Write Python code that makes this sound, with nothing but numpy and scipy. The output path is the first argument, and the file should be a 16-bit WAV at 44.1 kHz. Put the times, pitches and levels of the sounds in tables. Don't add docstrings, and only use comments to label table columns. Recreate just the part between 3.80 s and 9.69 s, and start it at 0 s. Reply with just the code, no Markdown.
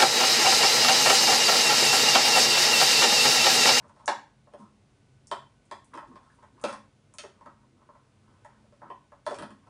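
import sys
import numpy as np
from scipy import signal
from scipy.fft import rfft, irfft, next_fast_len
from scipy.io import wavfile
from scipy.ndimage import uniform_filter1d

SR = 44100
rng = np.random.default_rng(int(sys.argv[2]) if len(sys.argv) > 2 else 0)


def store_pcm(level_fs):
    pcm = np.round(np.clip(level_fs, -1, 1) * 32767).astype(np.int16)
    wavfile.write(sys.argv[1], SR, np.atleast_2d(pcm).T)


def undo_db(level):
    steps = np.asarray(level, float) / 20
    return 10 ** steps


N = 259749

# mode_hz [Hz], level_db [dB], t60_s [s]
BODY = [(558.6, -0.5, 0.073), (642.8, 1.5, 0.043), (685, 1, 0.028), (843, -1, 0.03), (937, 0, 0.042),
        (1050, 1, 0.044), (1140, -6, 0.036)]
# mode_hz [Hz], level_db [dB], t60_s [s]
WALL = [(1249, -9.5, 0.091), (1379, 0, 0.018), (1634, -4, 0.017), (1861, -9.5, 0.057), (1947, -4.5, 0.024),
        (2052, -1.5, 0.011)]
# mode_hz [Hz], level_db [dB], t60_s [s]
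SHELL = [(2413, 2.5, 0.029), (2640, -1, 0.035), (2934, -6, 0.026), (3120, -3, 0.052), (3437, -3, 0.084),
         (4054, 1.5, 0.0074), (4050, -2, 0.012), (4350, -9.5, 0.0042)]


def level(x, db):
    return x * undo_db(db) / np.sqrt(np.mean(x ** 2))


def shaped(gain_of_hz, size=N):
    fast = next_fast_len(size)
    hz = np.arange(fast // 2 + 1) * SR / fast + 1e-3
    spectrum = rfft(rng.standard_normal(fast)) * gain_of_hz(hz)
    return irfft(spectrum, fast)[:size]


def walk(rate_hz):
    hold = int(SR / rate_hz)
    steps = np.repeat(rng.standard_normal(N // 50)[:N // hold + 1], hold)
    return 1.3 * uniform_filter1d(uniform_filter1d(steps, hold), hold)[:N]


def add(out, start_s, y):
    i = int(start_s * SR)
    out[i:i + len(y)] += y[:N - i]


def push(db):
    return 0.0002 * undo_db(-0.3 * (db + 14.5))


def ring(modes, chance, scatter_db, detune, push_s, lean_hz=1000, lean_db=0):
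    hz, db, t60 = np.transpose(modes)[:, :, None]
    size, pitch = chance[:len(hz), None], chance[-len(hz):, None]
    octaves_away = np.minimum(abs(np.log2(hz / lean_hz)), 0.7)
    db = db + scatter_db * size - lean_db * octaves_away
    t = np.arange(SR // 12) / SR
    sign = (-1) ** np.arange(len(hz))[:, None]
    decay = np.exp(-np.log(1000) * t / t60)
    tones = np.sin(2 * np.pi * hz * (1 + detune * pitch) * t)
    y = (sign * undo_db(db) * decay * tones).sum(0)
    y *= 1 - np.exp(-(t / push_s) ** 2)
    return y / abs(y).max()


def crack(noise, hz, width, t60, snap):
    edges = np.clip([hz / (1 + width), hz * (1 + width)], 1000, 15000)
    burst = noise * np.exp(-np.log(1000) * np.arange(len(noise)) / SR / t60)
    burst[0] = snap
    y = signal.sosfilt(signal.butter(3, edges, "bandpass", fs=SR, output="sos"), burst)
    return y / abs(y).max()


def spell(start_s, length_s):
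    fade_in_s, fade_out_s = 0.012, 0.04
    t = np.arange(N) / SR - start_s
    share = np.clip(t / length_s, 0, 1)
    edges = np.minimum(t / fade_in_s + 0.5, (length_s - t) / fade_out_s + 0.5)
    return share, np.clip(edges, 0, 1) ** 2


def air():
    # freq_hz [Hz], density_db [dB per Hz]
    hiss_curve = [(18, -43.5), (30, -12), (102, -3), (167, -4.5), (213, -6), (467, -12.5), (1370, -22.5),
                  (1510, -25.5), (2130, -23.5), (9290, -33), (10500, -31), (13600, -66), (22000, -120)]
    # centre_hz [Hz], width_hz [Hz], level_db [dB]
    hum_bands = [(49.8, 17, -73), (98.8, 23, -70), (130.6, 19, -69.5), (215, 6.2, -74),
                 (283.4, 13.4, -78.5), (1497, 44, -83.5)]
    hz, db = np.transpose(hiss_curve)
    wide = level(shaped(lambda h: undo_db(np.interp(np.log(h), np.log(hz), db))), -65.0)
    out = wide * undo_db(0.6 * walk(2.15))
    for centre_hz, width_hz, level_db in hum_bands:
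        hum = shaped(lambda h: 1 / (1 + ((h - centre_hz) / width_hz * 2) ** 2))
        out += level(hum, level_db) * undo_db(2.0 * walk(4.7))
    return out


def room():
    # freq_hz [Hz], t60_s [s]
    decay_times = [(200, 0.43), (500, 0.28), (1000, 0.31), (2800, 0.32), (7000, 0.28), (10000, 0.26)]
    # delay_s [s], level_db [dB]
    bounces = [(.0024, -12), (.0083, -5.5), (.0115, -12.5), (0.015, -13), (0.02, -15)]
    tail_db, tail_rise_s = -27.5, 0.0019
    near_db, near_s = 1.5, 0.023
    size = SR // 2
    t = np.arange(size) / SR
    hz, t60 = np.transpose(decay_times)
    tail = np.zeros(size)
    for f in 100 * 2 ** np.arange(0, 7.5, 0.5):
        band = shaped(lambda h: np.cos(np.pi * np.clip(np.log2(h / f), -0.5, 0.5)), size)
        tail += band * np.exp(-np.log(1000) * t / np.interp(np.log(f), np.log(hz), t60))
    answer = undo_db(tail_db) * tail * (1 - np.exp(-(t / tail_rise_s) ** 2))
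    answer *= undo_db(near_db * np.exp(-(t / near_s) ** 4))
    answer[0] = 1
    for delay_s, level_db in bounces:
        answer[int(delay_s * SR)] += undo_db(level_db)
    return answer


def drags():
    # start_s [s], length_s [s], hiss_db [dB], rumble_db [dB]
    slides = [(0.005, 0.079, -64.5, -51), (0.147, 0.13, -61, -60), (0.716, 0.04, -65, -60),
              (0.782, 0.079, -54.5, -49.5), (2.113, 0.044, -65.5, -51), (2.266, 0.081, -60, -49.5),
              (2.345, 0.34, -64, -67), (2.72, 0.17, -63, -62), (2.864, 0.062, -40, -45),
              (3.386, 0.1, -52, -58), (3.59, .11, -72, -60), (3.8, 0.355, -86, -67), (4.478, .09, -82, -63),
              (5.019, 0.066, -68, -52.5), (5.452, 0.12, -43.5, -54), (5.58, 0.068, -50, -47),
              (5.646, 0.092, -79, -53.5), (5.82, 0.12, -82, -76)]
    hiss_gain, rumble_gain = np.zeros(N), np.zeros(N)
    for start_s, length_s, hiss_db, rumble_db in slides:
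        _, gate = spell(start_s, length_s)
        hiss_gain += gate * undo_db(hiss_db)
        rumble_gain += gate * undo_db(rumble_db)
    hiss = shaped(lambda hz: 1 / (1 + (2500 / hz) ** 4) / (1 + hz / 6000)) * undo_db(2.5 * walk(60))
    rumble = shaped(lambda hz: 1 / (1 + ((hz - 240) / 90) ** 2)) * undo_db(3.9 * walk(25))
    return hiss_gain * level(hiss, -17.5) + rumble_gain * level(rumble, -6.5)


def rolls():
    # start_s [s], length_s [s], push_db [dB], change_db [dB gained or lost by the end]
    runs = [(0.005, 0.098, -45.5, -36), (0.15, 0.21, -64.5, 12), (0.722, .04, -55.5, -2),
            (0.782, 0.093, -57.5, -2), (2.118, 0.048, -53.5, 20.5), (2.306, .32, -65.5, 3.5),
            (2.616, 0.069, -56, -20), (2.74, 0.15, -65.5, 23), (2.885, 0.092, -38, -40),
            (3.52, .17, -70.5, 22), (3.7, .16, -68.5, -1), (3.965, 0.33, -69, -5), (4.41, 0.21, -68.5, 1),
            (4.66, 0.25, -59.5, -25), (5.008, .08, -52, -3), (5.482, 0.14, -37.5, -34),
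            (5.58, 0.12, -49, -19), (5.824, 0.098, -61, -5)]
    spots_hz = [850, 960, 1120, 1300, 1600]
    gain = np.zeros(N)
    for start_s, length_s, push_db, change_db in runs:
        share, gate = spell(start_s, length_s)
        gain += gate * undo_db(push_db + change_db * share)
    bumps = (rng.random(N) < 260 / SR) * undo_db(1.1 * rng.exponential(size=N)) * rng.standard_normal(N)
    place = rng.integers(len(spots_hz), size=N)
    roll = np.zeros(N)
    for k, hz in enumerate(spots_hz):
        bump_ring = ring([*BODY, *WALL], rng.standard_normal(32), 0.75, 0.016, 0.00015, hz, 31.0)
        roll += signal.fftconvolve(bumps * (place == k), bump_ring)[:N]
    return gain * level(roll, -5.0)


def thumps():
    # start_s [s], peak_db [dB], favoured_hz [Hz]
    landings = [(0.282, -34.5, 363), (0.734, -49.5, 363), (0.793, -42, 197), (0.845, -55, 215),
                (1.512, -38.5, 383), (1.911, -45, 369.3), (2.149, -41.5, 337), (2.838, -32, 270),
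                (2.891, -44.5, 215), (3.437, -44, 420), (3.666, -52, 278), (4.763, -63, 352),
                (5.097, -46.5, 363), (5.47, -38, 354), (5.516, -40, 446), (5.593, -42.5, 198),
                (5.631, -43, 215), (5.701, -61, 226)]
    # mode_hz [Hz], level_db [dB], t60_s [s]
    thud_modes = [(209.4, -4.5, 0.14), (303, -1, 0.07), (360, -6.5, 0.023), (405.5, 5, 0.028)]
    out = np.zeros(N)
    for start_s, peak_db, hz in landings:
        thud = ring(thud_modes, rng.standard_normal(16), 0.64, 0.02, 0.0039, hz, 28.0)
        add(out, start_s, undo_db(peak_db - 2.5) * thud)
    return out


def ticks():
    # start_s [s], peak_db [dB], centre_hz [Hz]
    claws = [(0.0817, -56, 7430), (0.2586, -27.5, 7500), (1.471, -37, 7200), (1.8536, -54, 8420),
             (2.045, -45, 9100), (2.5476, -55, 9600), (2.814, -41, 7950), (3.3386, -38, 8500),
             (3.3852, -30, 5200), (4.6467, -50, 7740), (5.5447, -38.5, 6300)]
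    out = np.zeros(N)
    for start_s, peak_db, hz in claws:
        add(out, start_s, undo_db(peak_db - 1.0) * crack(rng.standard_normal(512), hz, 0.34, 0.017, 12.0))
    return out


def pings():
    # start_s [s], peak_db [dB], panel_hz [Hz]
    panel_blows = [(0.278, -20, 1660), (0.278, -36, 3060), (1.513, -34, 3150), (1.912, -51, 3720),
                   (2.174, -70, 3530), (2.357, -67, 3550), (2.5, -56, 1600), (2.628, -79, 2420),
                   (2.841, -33, 2540), (2.841, -29, 1480), (2.927, -52.5, 3500), (3.386, -39, 2970),
                   (3.44, -62, 1810), (5.101, -57, 2640), (5.101, -56.5, 3080), (5.101, -48.5, 1760),
                   (5.321, -61, 1620), (5.464, -32.5, 632), (5.464, -46, 3508), (5.543, -49, 2380),
                   (3.386, -44.5, 2080), (0.278, -24, 816), (0.315, -30, 937), (0.197, -54.5, 1140),
                   (0.278, -32, 2052), (5.464, -37.5, 937)]
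    out = np.zeros(N)
    for start_s, peak_db, hz in panel_blows:
        chance = rng.standard_normal(44)
        ping = ring([*BODY, *WALL, *SHELL], chance, 1.16, 0.0097, 0.87 * push(peak_db), hz, 78.0)
        add(out, start_s + 0.00033, undo_db(peak_db) * ping)
    return out


def knocks():
    # start_s [s], peak_db [dB], favoured_hz [Hz], hard_db [dB rel], wall_db [dB rel]
    swats = [(0.278, -19.5, 850, -10.5, -9), (0.736, -40, 680, -25.5, -12.5),
             (1.513, -21.5, 880, -18.5, -9.5), (1.912, -30.5, 870, -17.5, -10.5),
             (2.139, -37.5, 1090, -20.5, -8.5), (2.153, -46.5, 1060, -12.5, -8),
             (2.174, -33, 960, -22.5, -7.5), (2.839, -21, 616, -16.5, -22), (2.884, -44.5, 660, -6, 9.5),
             (2.927, -33.5, 1020, -16.5, -8), (3.384, -46.5, 724, 4.5, 1.5), (3.436, -39, 730, -26, -6.5),
             (5.101, -32.5, 960, -35.5, -20), (5.464, -28, 930, -16.5, -5), (5.509, -29.5, 540, -24, -10),
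             (5.543, -47, 961, -8.5, -17), (5.586, -39.5, 876, -8.5, 2), (5.599, -41.5, 540, -28, -7),
             (5.623, -34, 860, -18, -6), (5.677, -55, 844, -28, -9), (5.705, -48.5, 1010, -13, -4.5)]
    # start_s [s], peak_db [dB], favoured_hz [Hz], hard_db [dB rel]
    taps = [(0.041, -49, 1140, -33.5), (0.094, -49, 1140, -22.5), (0.162, -51.5, 760, -22),
            (0.195, -53, 1140, -18), (0.67, -51, 570, -52), (2.225, -40, 1050, -52),
            (2.313, -52, 1050, -44), (2.356, -43, 1100, -22.5), (2.628, -45, 930, -23),
            (2.797, -58, 1140, -10), (3.338, -52, 1120, -16), (3.609, -47.5, 1050, -26),
            (3.659, -39.5, 1145, -27), (3.833, -62, 1044, -33), (4.015, -53.5, 1083, -32),
            (4.088, -44.5, 1170, -59), (4.149, -49.5, 1050, -36), (4.505, -62, 1140, -27),
            (4.573, -63.5, 1140, -18), (4.647, -41, 875, -28), (4.839, -59.5, 544, -30),
            (4.923, -54, 550, -23), (5.017, -42, 870, -41), (5.319, -44, 840, -27), (5.87, -52, 830, -22)]
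    blows = [*swats, *[(*tap, -9 + 0.13 * (tap[3] + 24)) for tap in taps]]
    out = np.zeros(N)
    for start_s, peak_db, hz, hard_db, wall_db in blows:
        chance = rng.standard_normal((4, 20))
        noise = rng.standard_normal(512)
        lean_db = np.clip(14.5 - 0.087 * (peak_db + 33.0), 3, 36)
        wall_hz = 1494 * 2 ** (0.13 * chance[3, 0])
        shell_hz = 2780 * 2 ** (0.067 * chance[3, 1])
        wall_push_s = push(peak_db + wall_db)
        blow = ring(BODY, chance[0], 2.8, 0.014, push(peak_db), hz, lean_db)
        blow += undo_db(wall_db) * ring(WALL, chance[1], 1.6, 0.019, 0.55 * wall_push_s, wall_hz, 14)
        shell = ring(SHELL, chance[2], 1.5, 0.0083, 0.45 * wall_push_s, shell_hz, 6.9)
        blow += undo_db(hard_db + 2.5) * shell
        add(blow, 0, undo_db(1.148 * hard_db + 14.0) * crack(noise, 6560, 0.65, 0.0041, 3.4))
        add(blow, 0, undo_db(hard_db + 9.0) * crack(noise[::-1], 3500, 0.61, 0.016, 3.0))
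        add(out, start_s + 0.0003, undo_db(peak_db) * blow)
    return out


def scene():
    background = air()
    moves = rolls() + drags()
    toy = knocks() + pings() + ticks() + thumps() + undo_db(-2.0) * moves
    return (signal.fftconvolve(toy, room())[:N] + background)[None]


def low_pass(x):
    return signal.sosfilt(signal.butter(12, 11340, fs=SR, output="sos"), x)


def record(dry):
    high = signal.butter(2, 43, "highpass", fs=SR, output="sos")
    low = signal.cheby1(8, 0.5, 9954, fs=SR, output="sos")
    mix = signal.sosfilt(low, signal.sosfilt(high, dry))
    return low_pass(mix)


dry = scene()
out = record(dry)
store_pcm(out)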